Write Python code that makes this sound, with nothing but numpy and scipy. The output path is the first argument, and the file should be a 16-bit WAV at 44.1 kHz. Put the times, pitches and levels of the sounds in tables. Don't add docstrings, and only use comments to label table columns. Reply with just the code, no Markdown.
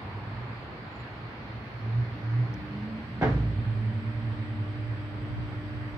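import sys
import numpy as np
from scipy import signal
from scipy.fft import rfft, irfft, next_fast_len
from scipy.io import wavfile
from scipy.ndimage import uniform_filter1d

SR = 44100
rng = np.random.default_rng(int(sys.argv[2]) if len(sys.argv) > 2 else 0)


def to_wav(sig):
    pcm = np.clip(np.atleast_2d(sig), -1, 1) * 32767
    pcm = np.round(pcm).astype(np.int16)
    wavfile.write(sys.argv[1], SR, pcm.T)


N = 263497
T = np.arange(N) / SR


def gain_of(db):
    return 10 ** (np.asarray(db) / 20)


def evened(x):
    return x / np.sqrt(np.mean(x ** 2) + 1e-20)


def read(points, hz):
    f, value = np.transpose(points)
    return np.interp(np.log(hz + 1), np.log(f + 1), value)


def fade(on, off, edge_s):
    return np.clip(np.minimum(T - on, off - T) / edge_s, 0, 1)


def curves(rows):
    s, *columns = np.transpose(rows)
    return fade(s[0], s[-1], .04), [np.interp(T, s, c) for c in columns]


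def swell(middle, half):
    return np.exp(-((T - middle) / half) ** 2)


def slow(count, span_s):
    size = max(round(span_s * SR), 2)
    chance = rng.standard_normal((N, count)).T
    return evened(uniform_filter1d(uniform_filter1d(chance, size), size))


def tone(hz, db):
    return np.sqrt(2) * gain_of(db) * np.sin(2 * np.pi * np.cumsum(hz) / SR)


def resonate(x, hz, width):
    pole = np.exp((2j * np.pi * hz - np.pi * width) / SR)
    return 2 * signal.lfilter([1 - abs(pole)], [1, -pole], x).real


def clicks(rows):
    train = np.zeros(N)
    for s, db in rows:
        train[round(s * SR)] = gain_of(db)
    return train


# frequency in Hz, correlation from -1 to 1.
LIKENESS = [(60, 1), (150, 0.92), (360, 0.95), (870, 0.41), (2130, -0.12), (5190, 0.037)]
# frequency in Hz, left minus right in dB.
BALANCE = [(60, 0), (150, -0.5), (360, -0.5), (870, -0.5), (2130, -3), (5190, 3.5)]


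def noise_pair(size, shape_db):
    hop = size // 4
    hz = np.fft.rfftfreq(size, 1 / SR)
    t = np.arange(N // hop + 5) * hop / SR
    a, b, c, d = rng.standard_normal((len(t), len(hz), 4)).T
    same = np.clip(read(LIKENESS, hz), -1, 1)[:, None]
    left = a + 1j * b
    right = same * left + np.sqrt(1 - same ** 2) * (c + 1j * d)
    lean_db = read(BALANCE, hz)[:, None] * np.array([.5, -.5])[:, None, None]
    spectra = np.array([left, right]) * gain_of(shape_db(hz[:, None], t) + lean_db)
    return signal.istft(spectra, nperseg=size, noverlap=size - hop)[1][:, :N]


# frequency in Hz, width of the first pass in Hz, level in dB.
SHAFT = [(115.7, 10, 0.5), (184.8, 9.8, -15), (211.3, 15.8, -9.5), (222, 14, -18)]


def shaft(x):
    return sum(gain_of(db) * resonate(resonate(x, hz, width), hz, 2 * width) for hz, width, db in SHAFT)


# time in seconds, turns a second.
WHEEL = [(1.6, 2.77), (1.9, 3.8), (2.2, 4.87), (2.5, 6), (2.8, 6.97), (3.25, 8.33), (3.5, 9.47),
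         (3.7, 9.85), (3.87, 10.2), (4.1, 10.26)]
RUN_UP_ORDERS = (30, 22, 11)
RUN_UP_DB = [-41, -40, -38]
RUN_UP_S = (1.7, 3.25)
RUN_UP_WAVER_DB = 2.5
# frequency in Hz, level in dB.
CARRY = [(55, -23.5), (67, -13.5), (83, -14), (100, -3.5), (109, -1), (118, 1.5), (125, 0.5), (132, -1.5),
         (140, -9), (148, -5), (168, -12), (180, -3.5), (190, 0.5), (197, -11), (205, 1), (210, -5.5),
         (217, 2.5), (224, -10), (232, -19), (240, -13), (250, -9)]
# time in seconds, rms level in dB.
STIR = [(0, -39.5), (.9, -50.5), (1.4, -43), (2.3, -44), (2.8, -47.5), (3.15, -41), (3.6, -34.5),
        (4.5, -45.5), (5.3, -46), (5.97, -54)]
# frequency in Hz, width of the first pass in Hz, level in dB.
PANES = [(207, 5, 7), (222, 5, 9)]
BOOM_HZ, BOOM_WIDTH_HZ, BOOM_DB = 117.5, 5.2, 15.5


def drive():
    turns = curves(WHEEL)[1][0]
    orders = 0
    for k, db, waver in zip(RUN_UP_ORDERS, RUN_UP_DB, slow(count=3, span_s=0.033)):
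        hz = k * turns
        orders = orders + tone(hz, db + read(CARRY, hz) + RUN_UP_WAVER_DB * waver)
    orders = fade(*RUN_UP_S, 0.045) * orders
    boom = gain_of(BOOM_DB) * resonate(resonate(orders, BOOM_HZ, BOOM_WIDTH_HZ), BOOM_HZ, 45.0)
    rings = sum(gain_of(db) * resonate(resonate(orders, hz, width), hz, 4 * width) for hz, width, db in PANES)
    rumble = evened(shaft(rng.standard_normal(N))) * gain_of(curves(STIR)[1][0])
    return orders + boom + rings + rumble


TRAVEL_ORDERS = (10, 11, 12, 22)
# time in seconds, then the levels of orders 10, 11, 12 and 22 in dB.
TRAVEL_LEVEL = [(3.35, -44, -37, -41, -56), (3.48, -37, -42, -47, -43), (3.58, -34, -38.5, -32.5, -42),
                (3.68, -46, -29.5, -38, -50), (3.77, -46, -29, -47, -52), (3.86, -35.5, -33, -52, -46),
                (3.98, -35, -33, -45, -43.5), (4.08, -40, -36.5, -47, -43), (4.19, -45, -39, -43, -44),
                (4.31, -42, -30.5, -48, -48.5), (4.5, -38.5, -41, -46, -47.5), (4.62, -32, -35, -50, -46.5),
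                (4.78, -40, -42, -43, -48), (4.9, -39, -32.5, -52, -58), (5.07, -36.5, -46.5, -54, -62),
                (5.26, -39.5, -50, -42, -57), (5.42, -44, -43, -42, -61), (5.6, -39, -45.5, -40, -65),
                (5.74, -39.5, -52, -41, -49), (5.86, -40, -43, -39, -58), (5.97, -52.5, -56, -49, -57)]
ORDER_LEAN_DB = [0, -4.5, -2, -1.5]
SLIP_HZ = (.4, -.42, .6, -.6)
FULL_SPEED_S = 3.95
WAVER_DB, WAVER_S, WANDER_HZ = 1.2, .05, .12
IN_STEP_S = 4.61


def travel():
    turns = curves(WHEEL)[1][0]
    levels = np.array(curves(TRAVEL_LEVEL)[1]) + WAVER_DB * slow(count=4, span_s=WAVER_S)
    wander_hz = WANDER_HZ * slow(count=4, span_s=0.17)
    pitch_hz = np.outer(TRAVEL_ORDERS, turns) + np.outer(SLIP_HZ, T > FULL_SPEED_S)
    cycles = np.cumsum(pitch_hz + wander_hz, 1) / SR
    cycles = cycles - cycles[:, [round(IN_STEP_S * SR)]]
    orders = 0
    for c, db, lean_db in zip(cycles, levels, ORDER_LEAN_DB):
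        sides_db = lean_db * np.array([[.5], [-.5]])
        orders = orders + np.sqrt(2) * np.cos(2 * np.pi * c) * gain_of(db + sides_db)
    return fade(TRAVEL_LEVEL[0][0], 7, 0.086) * orders


# start in seconds, level in dB relative to the others,
# place along the latch bar from 0 to 1, softness in ms.
BLOWS = [(3.2133, 8, 0.05, .15), (3.219, 6, 0.36, .05), (3.223, -1.5, 0.9, .06), (3.228, 7, .23, 0.065),
         (3.236, 0, .64, .08), (3.243, 3, .45, .09), (3.248, 2, .91, .09), (3.255, -3, 0.1, .09),
         (3.263, -6.5, 0.73, .09)]
# frequency in Hz, relative level in dB, time to fall 60 dB in seconds.
LATCH = [(366, -11.5, 0.44), (407, -16, 0.23), (437, -5, 0.25), (467, -17.5, 0.35), (524, -8, 0.44),
         (564, -11, 0.33), (617, -5, 0.14), (650, -14.5, 0.25), (691, -6, 0.21), (756, -7, 0.19),
         (802, -2, 0.13), (1006, -8, 0.17), (1155, -20.5, 0.67), (1360, -32, 0.24), (1430, -23, .28),
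         (1430, -22, 0.3), (1584, -11, 0.2), (1630, -10, 0.13), (1880, -16, 0.14), (1920, -23, 0.28),
         (2096, -18, 0.2), (2950, -26, .15), (3340, -26, 0.11), (2148, -9.5, .16), (2180, -12, .18),
         (2420, -20, .14), (3080, -20, .08)]
# frequency in Hz, relative level in dB per Hz.
RATTLE = [(35, -42), (60, -11), (136, 7), (338, -15.5), (450, -5.5), (576, -18), (752, -10.5), (827, -14.5),
          (1250, -18.5), (1640, -16.5), (1770, -17.5), (2250, -25.5), (2550, -32.5), (3000, -31.5),
          (5640, -49.5), (7330, -61), (12400, -120)]
# frequency in Hz, time to fall 60 dB in seconds.
RATTLE_T60 = [(100, 0.5), (170, 0.6), (300, 0.6), (500, 0.5), (1500, 0.45), (4000, 0.55), (8000, 1)]
# frequency in Hz, seconds to full strength.
RATTLE_RISE_S = [(100, 0.017), (400, 0.013), (800, .002), (1600, 0.028), (2300, .006), (5000, .004)]
# frequency in Hz, delay after the first blow in seconds, level in dB,
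# rise in seconds, time to fall 60 dB in seconds.
FRAME = [(59.7, .056, -19.5, 0.049, 1), (111.7, 0.036, -20.5, 0.026, 0.71), (134, 0.039, -22, 0.025, 0.84),
         (153.6, 0.064, -29.5, 0.055, 1), (167, 0.016, -27.5, 0.034, 0.79), (182, .02, -37.5, 0.027, 0.43),
         (213, 0.022, -36, 0.025, 0.61), (274.6, 0.0052, -26, 0.033, 0.48),
         (297, 0.015, -25.5, 0.039, 0.41), (440, .008, -24, .012, 0.27), (635, .015, -27, .012, .2),
         (767, .001, -22, 0.0083, .2), (1588, .006, -32.5, 0.0045, .25), (1657, .008, -37.5, 0.0057, 0.16)]


def clunk():
    t, latch = np.arange(SR) / SR, 0
    hz, db, t60 = np.transpose(LATCH)[:, :, None]
    modes = gain_of(db - 60 * t / t60) * np.sin(2 * np.pi * hz * t)
    for *blow, place, soft_ms in BLOWS:
        spot = np.cos(np.pi * place * np.arange(len(LATCH)))
        pad = np.exp(-(np.arange(-40, 41) / (soft_ms * SR / 1000)) ** 2)
        padded = signal.oaconvolve(clicks([blow]), pad / pad.sum(), "same")
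        latch = latch + gain_of(-33.0) * signal.oaconvolve(padded, spot @ modes)[:N]
    start = BLOWS[0][0]

    def rattle_db(hz, s):
        rise = np.clip((s - start) / read(RATTLE_RISE_S, hz), .2, 1)
        fall_db = 60 * np.maximum(s - start - .03, 0) / read(RATTLE_T60, hz)
        return read(RATTLE, hz) + 20 * np.log10(rise) - fall_db

    onset = np.clip((T - start) / 0.0018, 0, 1)
    rattle = gain_of(-42.5) * evened(noise_pair(512, rattle_db) * onset)
    booms = 0
    for hz, delay, db, rise, t60 in FRAME:
        age = np.maximum(T - start - delay, 0)
        booms = booms + (1 - np.exp(-age / rise)) ** 2 * tone(hz + 0 * T, db - 60 * age / t60)
    return latch + booms, rattle


# time in seconds, level in dB, level of its octave in dB.
MAINS = [(2.12, -50, -73), (2.3, -49.5, -75), (2.75, -44, -69), (2.95, -51, -61), (3.15, -56, -66),
         (3.4, -47, -59.5), (3.94, -52, -57.5), (4.12, -46, -56.5), (6.1, -44.5, -57.5)]
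MAINS_HZ = 300.2
# middle in seconds, length in seconds, frequency in Hz,
# glide in Hz per second, peak level in dB.
HUMS = [(0.189, 0.51, 100.1, 20, -41), (0.386, 0.16, 121, 0.5, -37.5), (2.838, 0.59, 117.4, -7.5, -44.5)]


def hums():
    gate, (db, octave_db) = curves(MAINS)
    mains = gate * (tone(MAINS_HZ + 0 * T, db) + tone(2 * MAINS_HZ + 0 * T, octave_db))
    short = sum(swell(s, length / 2) * tone(hz + glide * (T - s), peak_db)
                for s, length, hz, glide, peak_db in HUMS)
    return mains + short


# start in seconds, end in seconds, fade in seconds, frequency in Hz,
# width of each of three passes in Hz, rms level in dB.
WHINES = [(.9, 1.04, .03, 7150, 60, -77), (2.3, 7, 1.1, 7850, 150, -85), (2.3, 7, 1.1, 8000, 700, -83),
          (-1, 5, 1.5, 4230, 250, -68), (3.6, 7, 1.1, 3150, 300, -74), (3, 6.3, .6, 3095, 30, -71.5),
          (3.3, 6.3, .5, 3208, 25, -71.5), (3.3, 6.2, .5, 1174, 25, -62.5)]
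# start in seconds, end in seconds, frequency in Hz, level in dB.
HIGH_TONES = [(-1, 1.4, 8000, -93), (.05, 1.5, 6799, -93), (.22, 1.3, 6896, -96), (1, 1.35, 6498, -94)]
HIGH_TONE_WAVER_DB = 1.5


def whines():
    out = sum(fade(on, off, .12) * tone(hz + 0 * T, db + HIGH_TONE_WAVER_DB * waver)
              for (on, off, hz, db), waver in zip(HIGH_TONES, slow(count=4, span_s=0.047)))
    for on, off, edge_s, hz, width, db in WHINES:
        band = rng.standard_normal((2, N + SR))
        for _ in range(3):
            band = resonate(band, hz, width)
        out = out + gain_of(db) * fade(on, off, edge_s) * evened(band[:, SR:])
    return out


# start in seconds, level in dB.
TICKS = [(2.5395, -46), (2.543, -46), (2.5455, -58)]


def ticks():
    t = np.arange(300) / SR
    snap = 0.26 * np.diff(rng.standard_normal((301, 2)).T) * np.exp(-t / 0.00038)
    ring = np.sin(2 * np.pi * np.array([[5300], [5700]]) * t) * t / 0.00019 * np.exp(-t / 0.00044)
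    return signal.oaconvolve(clicks(TICKS)[None], snap + ring, axes=1)[:, :N]


# frequency in Hz, relative level in dB per Hz.
WASH = [(35, -46.5), (60, 0.5), (80, -16), (100, -1.5), (160, -9), (240, -11), (340, -12.5), (620, -18.5),
        (1100, -19), (1900, -19), (2200, -21), (2420, -22.5), (2560, -25), (3700, -32), (4800, -35.5),
        (5150, -44), (7300, -64.5)]
# time in seconds, dB gained
# in full above 5.5 kHz.
BRIGHT = [(0, 2), (.7, -1), (1.3, 1), (2, 4), (4.5, 1.5), (5.7, 4)]
WASH_DB, WASH_FADE_DB_PER_S = -41, -0.1879
# time in seconds, rms level in dB.
ROAD = [(0, -47.5), (1.2, -51.5), (2.3, -52), (3, -58.5), (4, -61)]
ROAD_HZ, ROAD_WIDTH_HZ = 884, 550


def town():
    def wash_db(hz, t):
        chance = rng.standard_normal((len(t), len(hz))).T
        patches = uniform_filter1d(uniform_filter1d(chance, 30, 0), 6, 1)
        bright_db = np.interp(t, *np.transpose(BRIGHT)) * np.clip((hz - 4500) / 1000, 0, 1)
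        return read(WASH, hz) + bright_db + evened(patches)

    def road_db(hz, t):
        return -60 * np.tanh(0.19 * ((hz - ROAD_HZ) / ROAD_WIDTH_HZ) ** 2) + 0 * t

    wash = gain_of(WASH_DB + WASH_FADE_DB_PER_S * T) * evened(noise_pair(2048, wash_db))
    road = gain_of(curves(ROAD)[1][0]) * evened(noise_pair(1024, road_db))
    return wash + road


# frequency in Hz, relative level in dB.
WIND_COLOUR = [(25, -28.5), (55, 2.5), (90, -1.5), (200, -12.5), (320, -32.5), (600, -53), (2000, -100)]
# middle in seconds, half length in seconds, level in dB.
GUSTS = [(2.57, .06, -45), (5.39, 0.085, -39)]
BREEZE_DB, BREEZE_DB_PER_S = -68.5, 4.5
HISS_DB = -84.5


def wind():
    size = next_fast_len(N)
    colour = gain_of(read(WIND_COLOUR, np.fft.rfftfreq(size, 1 / SR)))
    air = irfft(rfft(rng.standard_normal((2, size))) * colour, size)
    gusts = sum(gain_of(db) * swell(s, half) for s, half, db in GUSTS)
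    strength = gain_of(BREEZE_DB + BREEZE_DB_PER_S * T) + gusts
    return strength * evened(air[:, :N]) + gain_of(HISS_DB) * rng.standard_normal((2, N))


def scene():
    struck, rattle = clunk()
    lift = drive() + hums() + struck
    late = np.pad(lift, (round(.00012 * SR), 0))[:N]
    placed = np.array([late, lift]) * gain_of([[-.9], [.9]])
    return placed + travel() + rattle + town() + wind() + whines() + ticks()


def record(dry):
    thin = signal.sosfilt(signal.butter(4, 48, "highpass", fs=SR, output="sos"), dry)
    held = np.pad(thin, ((0, 0), (255, 255)), "reflect", reflect_type="odd")
    band_limit = signal.firwin(511, 15700, window=("kaiser", 9), fs=SR)
    return signal.oaconvolve(held, band_limit[None], "valid", axes=1)


dry = scene()
out = record(dry)
to_wav(out)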